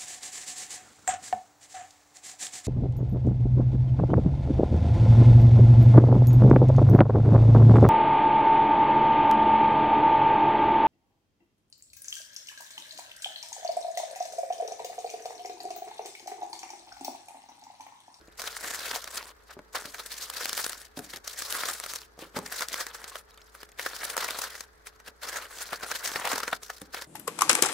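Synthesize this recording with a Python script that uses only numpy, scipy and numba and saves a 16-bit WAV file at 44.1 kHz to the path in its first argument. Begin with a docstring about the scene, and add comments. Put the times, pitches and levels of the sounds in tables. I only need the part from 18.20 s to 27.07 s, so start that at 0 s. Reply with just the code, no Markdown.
"""Packing paper unwrapped from small toys, played fast, close up over a wooden bench in a quiet workshop.
Creases snap and ring patches of the sheet, small folds crackle densely as damped rings, and sliding fingers
rustle as shaped noise. Toys knock damped modes of the bench, with a dying rattle of wheels.
Behind lie a dull hiss of filtered noise, a low hum and thin appliance tones: sines whose phases hop at the
splices of sped-up playback."""
import sys
import numpy as np
from scipy import signal
from scipy.fft import rfft, irfft
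from scipy.io import wavfile
from scipy.ndimage import uniform_filter1d
from numba import njit

SR = 44100
rng = np.random.default_rng(int(sys.argv[2]) if len(sys.argv) > 2 else 0)


def gain_from_db(level_db):
    """Turn a decibel level (scalar or array-like) into a linear amplitude factor."""
    decades = np.asarray(level_db, float) / 20
    return 10 ** decades


def wrap_up_sound(samples):
    """Save the sound to the file named by the first command line argument, as 16-bit audio."""
    columns = np.atleast_2d(samples).T
    # keep every value between -1 and 1, then stretch to whole-number steps
    tamed = np.clip(columns, -1, 1)
    steps = np.round(tamed * 32767).astype(np.int16)
    wavfile.write(sys.argv[1], SR, steps)


N = 391166  # length in samples
SPLIT_HZ = 2300  # the sheet's body sounds below, its crispness above


def colour(x, points):
    """Minimum-phase filtering: the folded cepstrum turns (Hz, dB) points into a causal response."""
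    hz, db = np.transpose(points)
    log_hz = np.log(np.linspace(1, SR / 2, 1025))
    log_gain = np.interp(log_hz, np.log(hz), db) * np.log(10) / 20
    cepstrum = irfft(log_gain)
    cepstrum[1:1024] *= 2
    cepstrum[1025:] = 0
    response = irfft(np.exp(rfft(cepstrum)))
    return signal.fftconvolve(x, response[None], axes=1)[:, :N]


def unit(x):
    """Normalisation of power: scale to rms 1."""
    return x / np.sqrt(np.mean(x ** 2))


def walk(rate):
    """Band-limited fluctuation: random levels held 1 / rate s and smoothed twice, with rms 1."""
    hold = int(SR / rate)
    steps = np.repeat(rng.standard_normal(N // hold + 1), hold)
    smooth = uniform_filter1d(uniform_filter1d(steps, hold), hold)
    return unit(smooth[:N])


# Gain of the part opposed between left and right. Each row: frequency in Hz, gain in dB before extra_db.
OPPOSED_GAIN = [(300, -13), (16000, -2)]


def wide(extra_db):
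    """Interchannel coherence: a common noise plus an opposed one that grows toward the treble."""
    common, opposed = rng.standard_normal((2, 1, N))
    return common + gain_from_db(extra_db) * colour(opposed, OPPOSED_GAIN) * np.array([[1], [-1]])


# Spectrum of the room hiss. Each row: frequency in Hz, relative density in dB per Hz.
ROOM_SPECTRUM = [(130, -13.5), (280, -13.5), (415, -8.5), (595, -14), (1650, -13.5), (2750, -34),
                 (4570, -28), (16000, -53)]
# Low hum and appliance tones.
# Each row: frequency in Hz, nominal level in dB rms, left-right likeness from 0 to 1.
STEADY_TONES = [(56.4, -63, 0.9), (432, -69.5, 0.88), (12414, -83, 0.4)]


def workshop():
    """Stationary background: coloured noise, and sines whose phases hop at the splices of sped-up playback."""
    hiss_db, splice_s = -60.5, 0.036
    out = gain_from_db(hiss_db + 0.24 * walk(4.4)) * unit(colour(wide(extra_db=12.0), ROOM_SPECTRUM))
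    hold = int(splice_s * SR)
    for hz, db, alike in STEADY_TONES:
        phase = 2 * np.pi * rng.random((2, N // hold + 1))
        phase[1] = phase[0] + (1 - alike) * (phase[1] - np.pi)
        phasor = np.repeat(np.exp(1j * phase), hold, axis=1)[:, :N]
        # each splice cross-fades over half the time between splices
        phasor = uniform_filter1d(phasor.real, hold // 2) + 1j * uniform_filter1d(phasor.imag, hold // 2)
        carrier = np.exp(2j * np.pi * hz * np.arange(N) / SR)
        out = out + gain_from_db(db) * np.sqrt(2) * (phasor * carrier).real
    return out


# Every grab, pull or squeeze of the paper. Each row: peak time in seconds, rise in seconds,
# fall in seconds, relative rustle level in dB, relative brightness in dB.
HAND_GRIPS = [(.21, 0.037, 1, -44.5, 3), (.75, 0.71, 0.12, -40.5, 5), (.98, 0.15, 0.12, -41, 2.5),
              (1.1, .3, 0.33, -57.5, -13), (1.309, 0.039, 0.025, -44, -8.5), (1.558, 0.037, 0.12, -35, -4),
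              (2.4, 0.96, 0.39, -43.5, 6.5), (2.96, 0.064, 0.078, -54, -2), (3.08, 0.11, 0.7, -59, 16.5),
              (3.49, 0.63, 0.16, -38, 3.5), (3.74, 1, 0.28, -49, 3.5), (4.03, 0.07, 0.061, -43.5, -2),
              (4.17, 0.026, 0.089, -41, -23), (4.41, 0.16, 0.067, -38.5, 4), (4.529, 0.088, 0.15, -38.5, 3),
              (4.97, 0.83, 0.12, -46.5, -2.5), (5.419, 0.038, 0.011, -47.5, 3.5), (5.6, 0.035, 1, -44, 3),
              (5.98, 0.43, 0.47, -37, 1.5), (6.4, 0.4, 0.19, -62.5, 9.5), (6.881, 0.035, 0.026, -41.5, 2),
              (7.051, 0.051, 0.25, -38, -2.5), (7.173, 0.085, 0.1, -35.5, 0.5),
              (7.41, 0.1, 0.093, -51.5, 11.5), (7.75, 0.98, 0.068, -44.5, 0.5),
              (7.87, 0.087, 0.32, -43.5, 7), (8.07, 0.5, 0.35, -34.5, -5), (8.345, 1, 0.44, -55, 8.5),
              (8.5, .2, 0.14, -66, -9), (8.742, 0.024, 0.23, -42, -0.5)]
# Spells in which fingers touch the paper. 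Each row: start in seconds, end in seconds.
TOUCH_SPELLS = [(.178, 1.125), (1.27, 1.345), (1.525, 2.67), (2.765, 2.985), (3.04, 3.86), (3.97, 4.1),
                (4.145, 5.015), (5.08, 5.46), (5.575, 6.455), (6.85, 6.905), (7.012, 8.372), (8.42, 8.675),
                (8.722, 8.85)]


def hands():
    """Addition of powers: grips swell and fade while the paper is held, over the resting heap; level, brightness."""
    swell_db = 20  # a grip climbs this much in its rise time and drops as much in its fall time
    rest_db, rest_bright_db = -67, -4  # the heap of sheets settling between grips
    touch_s = .012  # time to take hold or let go
    t = np.arange(0, N, 64) / SR
    peak_s, rise, fall, db, bright = np.array(HAND_GRIPS).T[..., None]
    before, after = (peak_s - t) / np.maximum(rise, .005), (t - peak_s) / np.maximum(fall, .005)
    db = db - swell_db * np.maximum(before, after)
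    spells = [np.clip(np.minimum(t - start, end - t) / touch_s + .5, 0, 1) for start, end in TOUCH_SPELLS]
    held = np.max(spells, axis=0) ** 2
    body_power = held * np.sum(gain_from_db(db) ** 2, axis=0) + gain_from_db(rest_db) ** 2
    crisp_power = held * np.sum(gain_from_db(db + bright) ** 2, axis=0) + gain_from_db(rest_db + rest_bright_db) ** 2
    body_db, crisp_db = 10 * np.log10(body_power), 10 * np.log10(crisp_power)
    samples_s = np.arange(N) / SR
    return np.interp(samples_s, t, body_db), np.interp(samples_s, t, crisp_db - body_db)


def halves(x):
    """Band splitting: body and crispness of a sound, each at rms 1."""
    filters = [signal.butter(3, SPLIT_HZ, kind, fs=SR, output="sos") for kind in ("low", "high")]
    return [unit(signal.sosfilt(sos, x)) for sos in filters]


# Radiation of the sheet, for its noise and its rings. Each row: frequency in Hz, relative density in dB per Hz.
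PAPER_SPECTRUM = [(100, -35.5), (328, -16.5), (461, -3), (801, -5.5), (1000, -4.5), (1720, -2), (2690, -7),
                  (4200, -3), (6700, -6), (12900, -9.5), (15600, -10), (16600, -56)]


def swish(envelope_low, envelope_high):
    """Friction noise: the sheet's colour, with body and crispness on their own envelopes."""
    body, crisp = halves(colour(wide(extra_db=0.5), PAPER_SPECTRUM))
    return body * envelope_low - crisp * envelope_high


@njit
def rings(at, hz, cycles, left, right, length):
    """Damped oscillation: each grain rings a few cycles with its own phase in each ear."""
    out = np.zeros((2, length))
    for g in range(len(at)):
        turn, z = np.exp((2j * np.pi - 1 / cycles[g]) * hz[g] / SR), 1 + 0j
        for i in range(at[g], min(at[g] + int(6 * cycles[g] * SR / hz[g]), length)):
            out[0, i] += (z * left[g]).imag
            out[1, i] += (z * right[g]).imag
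            z *= turn
    return out


def creases(s, db, bright_db, ms, pan_db, count, cycles, scatter_db, apart):
    """Impulsive excitation of modes: a crease rings patches of the sheet, most at once and some late."""
    u = rng.random((len(s), count, 5))
    hz = 250 * 64 ** ((np.arange(count) + u[..., 0]) / count)  # one patch in each equal step of pitch
    at = s[:, None] + ms[:, None] / 1000 * np.log(1 - u[..., 1]) ** 2 / 2
    paper_hz, paper_db = np.transpose(PAPER_SPECTRUM)
    tone_db = np.interp(np.log(hz), np.log(paper_hz), paper_db) + 10 * np.log10(hz / 1500)
    crisp_db = (hz > SPLIT_HZ) * bright_db[:, None]
    size = gain_from_db(db[:, None] + tone_db + crisp_db + scatter_db * (2 * u[..., 2] - 2))
    # high patches reach the two ears with unlike phase
    lag = apart * np.sqrt(hz / 16000) * (2 * u[..., 3] - 1)
    left = size * gain_from_db(pan_db / 2)[:, None] * np.exp(1j * lag)
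    right = size * gain_from_db(-pan_db / 2)[:, None] * np.exp(-1j * lag)
    turns = np.clip(cycles, .5, 9) * (0.71 + u[..., 4]) * (hz / 1500) ** 0.22
    first = (at * SR).astype(int)
    return rings(first.ravel(), hz.ravel(), turns.ravel(), left.ravel(), right.ravel(), N)


def small_crackle(level_db, bright_db):
    """Random point process: 300 small folds a second, mostly weak, follow the level of the hands."""
    u = rng.random((int(300 * N / SR), 3))
    at = (u[:, 0] * N).astype(int)
    small_db = level_db[at] - 0.8 + 19 * u[:, 1] ** 5
    return creases(at / SR, small_db, bright_db[at] + 1.4, np.full(len(at), .6), 8 * (u[:, 2] - .4),
                   count=6, cycles=1.47, scatter_db=4.5, apart=0.77)


# Lone ticks of the heap settling. Each row: start in seconds, relative level in dB.
SETTLING_TICKS = [(0.011, -61), (0.074, -57.5), (.123, -59), (3.795, -63), (3.817, -47.5), (5.107, -56.5),
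                  (5.142, -57), (5.175, -50.5), (5.216, -54), (5.268, -60), (5.49, -55), (5.518, -54),
                  (8.575, -59)]


def settling_ticks():
    """Stress release: each lone fold rings many patches spread over several milliseconds."""
    s, db = np.transpose(SETTLING_TICKS)
    return creases(s, db, 0 * s + 4.3, 0 * s + 5.0, 0 * s, count=24, cycles=4.0, scatter_db=-0.5, apart=1)


# Toys and hands meeting the bench. Each row: nominal time in seconds, nominal peak level in dB.
BENCH_KNOCKS = [(0.013, -46), (.08, -40), (0.44, -38), (1.366, -33), (1.391, -34.5), (1.652, -32.5),
                (2.772, -26), (2.791, -26.5), (2.939, -35), (3.976, -39), (3.989, -32.5), (4.022, -34),
                (4.144, -36.5), (4.164, -18), (4.184, -24.5), (6.885, -40), (7.523, -30), (7.631, -34),
                (7.954, -29), (8.132, -27), (8.327, -31), (8.616, -31.5)]
# Modes of the bench top. 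Each row: mean frequency in Hz, mean relative level in dB, 60 dB decay in seconds.
BENCH_MODES = [(125, -15, 0.06), (235, -3.5, 0.073), (310.5, 7.5, 0.056), (414, 7, 0.053), (528, 8, 0.036),
               (762, 5.5, 0.042), (1030, -3.5, 0.038)]


def bench():
    """Modal synthesis: a short push and a dying rattle of wheels drive modes that vary from knock to knock."""
    out, t = np.zeros((2, N)), np.arange(SR // 5) / SR
    draws = rng.standard_normal((len(BENCH_KNOCKS), len(BENCH_MODES), 2))
    push = np.hanning(int(0.00029 * SR))
    for (s, db), u in zip(BENCH_KNOCKS, draws):
        ring = np.zeros(len(t))
        for (hz, gain_db, t60), (level_draw, pitch_draw) in zip(BENCH_MODES, u):
            tone = np.sin(2 * np.pi * hz * (1 + 0.082 * pitch_draw) * t)
            ring += gain_from_db(gain_db + 3.6 * level_draw) * tone * 1000. ** (-t / t60)
        rattle = np.exp(-t / 0.051) * rng.standard_normal(len(t)) * (rng.random(len(t)) < .008)
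        rattle[0] = 5.5  # the first contact
        hit = signal.fftconvolve(np.convolve(ring, push), rattle)
        hit = gain_from_db(db) * hit / np.abs(hit).max()
        i = int((s + 0.0019) * SR)
        out[:, i:i + len(hit)] += gain_from_db(u[:2, :1]) * hit[:N - i]  # each ear's level strays a little
    return signal.sosfilt(signal.butter(2, 105., "high", fs=SR, output="sos"), out)


# Creases that snap and the rush of folds with them. Each row: nominal time in seconds,
# relative body level in dB, relative brightness in dB, nominal length in ms.
CREASE_SNAPS = [(0.197, -37, 3, 14), (.219, -35, 1.5, 4), (.241, -38, -3, 9), (0.276, -33, 1.5, 12),
                (.368, -36.5, 0, 5.4), (0.445, -33, -5, 19), (.478, -38, 3.5, 18), (.509, -34, -1.5, 12),
                (0.547, -39, 9, 9.3), (0.659, -38.5, 5.5, 29), (0.713, -29.5, -1.5, 9.4),
                (0.736, -36, -7, 5.6), (0.761, -32.5, -1.5, 20), (.843, -41.5, 7.5, 5.1),
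                (.877, -37, -1.5, 9.5), (.972, -39.5, 3.5, 5), (1.392, -45.5, -14, 7.9),
                (1.555, -32, -10, 11), (1.657, -44, 5.5, 12), (1.746, -37.5, -3.5, 13.5),
                (1.798, -38, 0.5, 22), (1.862, -48.5, 12.5, 7.1), (1.919, -48.5, 11, 31),
                (2.026, -45, 12, 33), (2.101, -38.5, 7.5, 7.8), (2.169, -39, 7.5, 16),
                (2.21, -35.5, 1.5, 30), (2.257, -31, 4, 4.6), (2.295, -37, 7.5, 4.4), (2.331, -36.5, 9, 4),
                (2.378, -33, 7, 6), (2.394, -33, 2.5, 18.5), (2.444, -36, 6.5, 13), (2.465, -34.5, 5, 7.7),
                (2.496, -39.5, 8.5, 8.2), (2.532, -42.5, 6.5, 3), (2.774, -48, 8, 19),
                (2.792, -40.5, 5, 8.2), (2.838, -59, -32.5, 3.9), (2.937, -37.5, -1.5, 9.8),
                (2.962, -47.5, 7.5, 13), (3.078, -43.5, 12.5, 8.5), (3.191, -45.5, 13.5, 23),
                (3.222, -39, 7, 10.5), (3.252, -42.5, 4.5, 8.3), (3.305, -41.5, 12.5, 12),
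                (3.326, -47, 21, 4.2), (3.352, -32.5, 0.5, 25), (3.436, -29, -18, 3.8), (3.457, -37, 8, 11),
                (3.487, -34.5, 5, 16), (3.601, -42.5, 9.5, 3.6), (3.64, -38, 4.5, 13),
                (3.663, -38.5, 4.5, 7.2), (3.702, -47, 12, 33), (3.737, -39.5, 7.5, 4.4),
                (3.759, -43, 11, 13), (3.992, -52, 7, 7.1), (4.168, -32, -2, 23), (4.19, -35, 1, 3.1),
                (4.263, -44, 4, 19), (4.325, -37.5, 3.5, 19), (4.395, -38, 1, 4.8), (4.409, -31, 0.5, 5.7),
                (4.423, -30.5, -0.5, 21), (4.486, -45.5, 14, 3.4), (4.543, -27.5, -0.5, 3.3),
                (4.607, -33.5, 3.5, 27), (4.668, -39.5, 2, 9.2), (4.749, -41, 2.5, 20),
                (4.843, -40, 0.5, 7.9), (4.957, -36.5, -4, 9.3), (5.351, -45.5, -2.5, 16),
                (5.432, -43, -0.5, 7.4), (5.596, -32, -2, 11.4), (5.664, -28, -4, 11.7),
                (5.765, -51, 13.5, 5.8), (5.852, -40.5, 10.5, 6.1), (5.901, -35.5, 4.5, 15),
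                (5.968, -33.5, 2, 6), (5.979, -26, -3, 8.3), (6.046, -31, -0.5, 13), (6.088, -31, -17, 6.4),
                (6.108, -31, 3, 3.1), (6.19, -36.5, 7.5, 12.4), (6.218, -41, 12.5, 9.6),
                (6.24, -35.5, 2.5, 31), (6.354, -38.5, -2.5, 11.4), (6.408, -42, 7.5, 7.7),
                (6.671, -43, 3, 18.4), (6.802, -50.5, -6, 13), (7.035, -38.5, 2.5, 20),
                (7.089, -36.5, 4, 19), (7.13, -38.5, -0.5, 14), (7.16, -35, -8, 23), (7.225, -45, 3.5, 20),
                (7.255, -45.5, -9, 14), (7.31, -55.5, -32, 25), (7.414, -37, -4, 21),
                (7.532, -28.5, -6.5, 15.6), (7.634, -30.5, -5.5, 18), (7.716, -28, -2.5, 10.4),
                (7.755, -37, 5.5, 22), (7.851, -41, 12, 25), (7.876, -36.5, 4.5, 8),
                (7.96, -24.5, -10, 7.2), (8.054, -27.5, -3, 11.5), (8.075, -26, -4.5, 13),
                (8.118, -27.5, -1.5, 16), (8.133, -25.5, -5, 13), (8.159, -30.5, -2, 14),
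                (8.181, -33.5, 2.5, 11), (8.203, -33.5, 1, 6.6), (8.234, -30.5, -4, 12.4),
                (8.28, -29.5, -5, 13), (8.331, -23, -12, 10.6), (8.433, -51, 13.5, 9.2),
                (8.502, -33.5, -5, 11), (8.617, -43.5, 3.5, 8.2), (8.746, -33, -2, 11),
                (8.822, -38.5, 0.5, 12)]


def snaps():
    """Buckling: a short event is one sharp snap, so its rings are louder than those of a long one."""
    s, db, bright, ms = np.transpose(CREASE_SNAPS)
    pan_db = 0.77 + 2.0 * rng.standard_normal(len(s))
    return creases(s - .0012, db + 8.5 - 2.03 * np.sqrt(ms), bright + 1.0, np.full(len(s), .35), pan_db,
                   count=16, cycles=2.3, scatter_db=10.0, apart=0.54)


def add_rushes(low, high):
    """Energy summation: the rush of folds around each snap adds in power to both rustle envelopes."""
    s, db, bright, ms = np.transpose(CREASE_SNAPS)
    for t0, body_db, bright_db, tau in zip(s, db, bright, np.clip(ms - 2.5, 1, 60) / 1000):
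        first, last = int((t0 - 2 * tau - .002) * SR), int((t0 + 3 * tau + .01) * SR)
        i = np.arange(max(first, 0), min(last, N))
        t = i / SR - t0
        rush = gain_from_db(body_db) * np.exp(-np.where(t < 0, -t / (.5 * tau), t / (0.8 * tau)) ** 1.14)
        # the buckle itself: a sudden start across all pitches, gone in a few ms
        rush += gain_from_db(body_db + 6.0 - 540 * tau) * (t > -.0008) * np.exp(-(t + 0.00078) / 0.00091)
        low[i] = np.hypot(low[i], rush)
        high[i] = np.hypot(high[i], rush * gain_from_db(bright_db - 0.75))


@njit
def resonate(x, hz, sharp):
    """Resonance: a state-variable band-pass whose centre moves every sample."""
    y = np.empty_like(x)
    for c in range(2):
        band, low = 0., 0.
        for i in range(len(hz)):
            g = np.tan(np.pi * hz[i] / SR)
            v = (band + g * (x[c, i] - low)) / (1 + g * (g + 1 / sharp))
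            band, low, y[c, i] = 2 * v - band, low + 2 * g * v, v / sharp
    return y


# Air pocket between folds and palms, moving as the hands open and close.
# Each row: time in seconds, mean resonance in Hz.
AIR_POCKET = [(0, 1500), (.6, 1660), (.72, 1250), (1.5, 1060), (1.95, 1760), (2.15, 1357), (2.8, 1690),
              (3.3, 1480), (4.2, 1040), (4.27, 1770), (4.8, 1680), (4.95, 1220), (5.7, 1720), (6.2, 1050),
              (6.35, 1860), (7.05, 1440), (7.3, 1310), (7.95, 1610), (8.02, 1060), (8.7, 1500)]


def paper():
    """Source and resonator: rustle, crackle, snaps and ticks excite an air pocket and a wandering treble resonance."""
    grip_db, bright_db = hands()
    jerk_db = np.clip((grip_db + 78) / 22, .1, 1) * (1.62 * walk(40) - 1.5)  # a firm grip is jerky
    level_db = grip_db + jerk_db
    low = gain_from_db(level_db + 2.86 * walk(160))
    high = gain_from_db(level_db + bright_db + 3.84 * walk(160))
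    grains = small_crackle(level_db, bright_db) + snaps() + settling_ticks()
    add_rushes(low, high)
    grit = gain_from_db(1.2 * walk(700))  # folds come unevenly
    balance = gain_from_db(np.array([[.6], [-.6]]))
    sound = swish(low * grit, high * grit) * balance + grains
    pocket_hz = np.interp(np.arange(N) / SR, *np.transpose(AIR_POCKET)) * (1 + 0.12 * walk(30))
    # a treble resonance wanders at random over the paper sound
    treble_hz = np.clip(5500 * gain_from_db(3.33 * walk(45)), 2500, 15000)
    pocket = 0.67 * resonate(sound, pocket_hz, 3.46)
    treble = 0.68 * resonate(gain_from_db(-2.5) * 0 + sound, treble_hz, 3.28)
    sound = gain_from_db(-2.5) * sound + pocket + treble
    # the paper sound is thinned below 210 Hz
    return signal.sosfilt(signal.butter(2, 210., "high", fs=SR, output="sos"), sound)


def echo(near):
    """Early reflection: bench and shelves return a dulled, short scatter that decays 60 dB in 0.16 s."""
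    t = np.arange(SR // 8) / SR
    echoes = rng.standard_normal((2, len(t))) * 1000. ** (-t / 0.16) * (t > .002)
    echoes = echoes / np.sqrt(np.sum(echoes ** 2) / 2)
    dull = signal.sosfilt(signal.butter(1, 3000, fs=SR, output="sos"), near)
    return gain_from_db(-16.0) * signal.fftconvolve(dull, echoes, axes=1)[:, :N]


def scene():
    """Superposition: near sounds and their echoes over the workshop."""
    near = paper() + bench()
    return near + echo(near) + workshop()


def band_limit(x):
    """A steep low-pass at the top of the band."""
    return signal.sosfilt(signal.butter(12, 16820, fs=SR, output="sos"), x)


def record(dry):
    """Low-pass filtering: an elliptic filter dulls the very top, above 15850 Hz."""
    dull = signal.sosfilt(signal.ellip(6, .5, 32, 15850, fs=SR, output="sos"), dry)
    return band_limit(dull)


dry = scene()
out = record(dry)
wrap_up_sound(out)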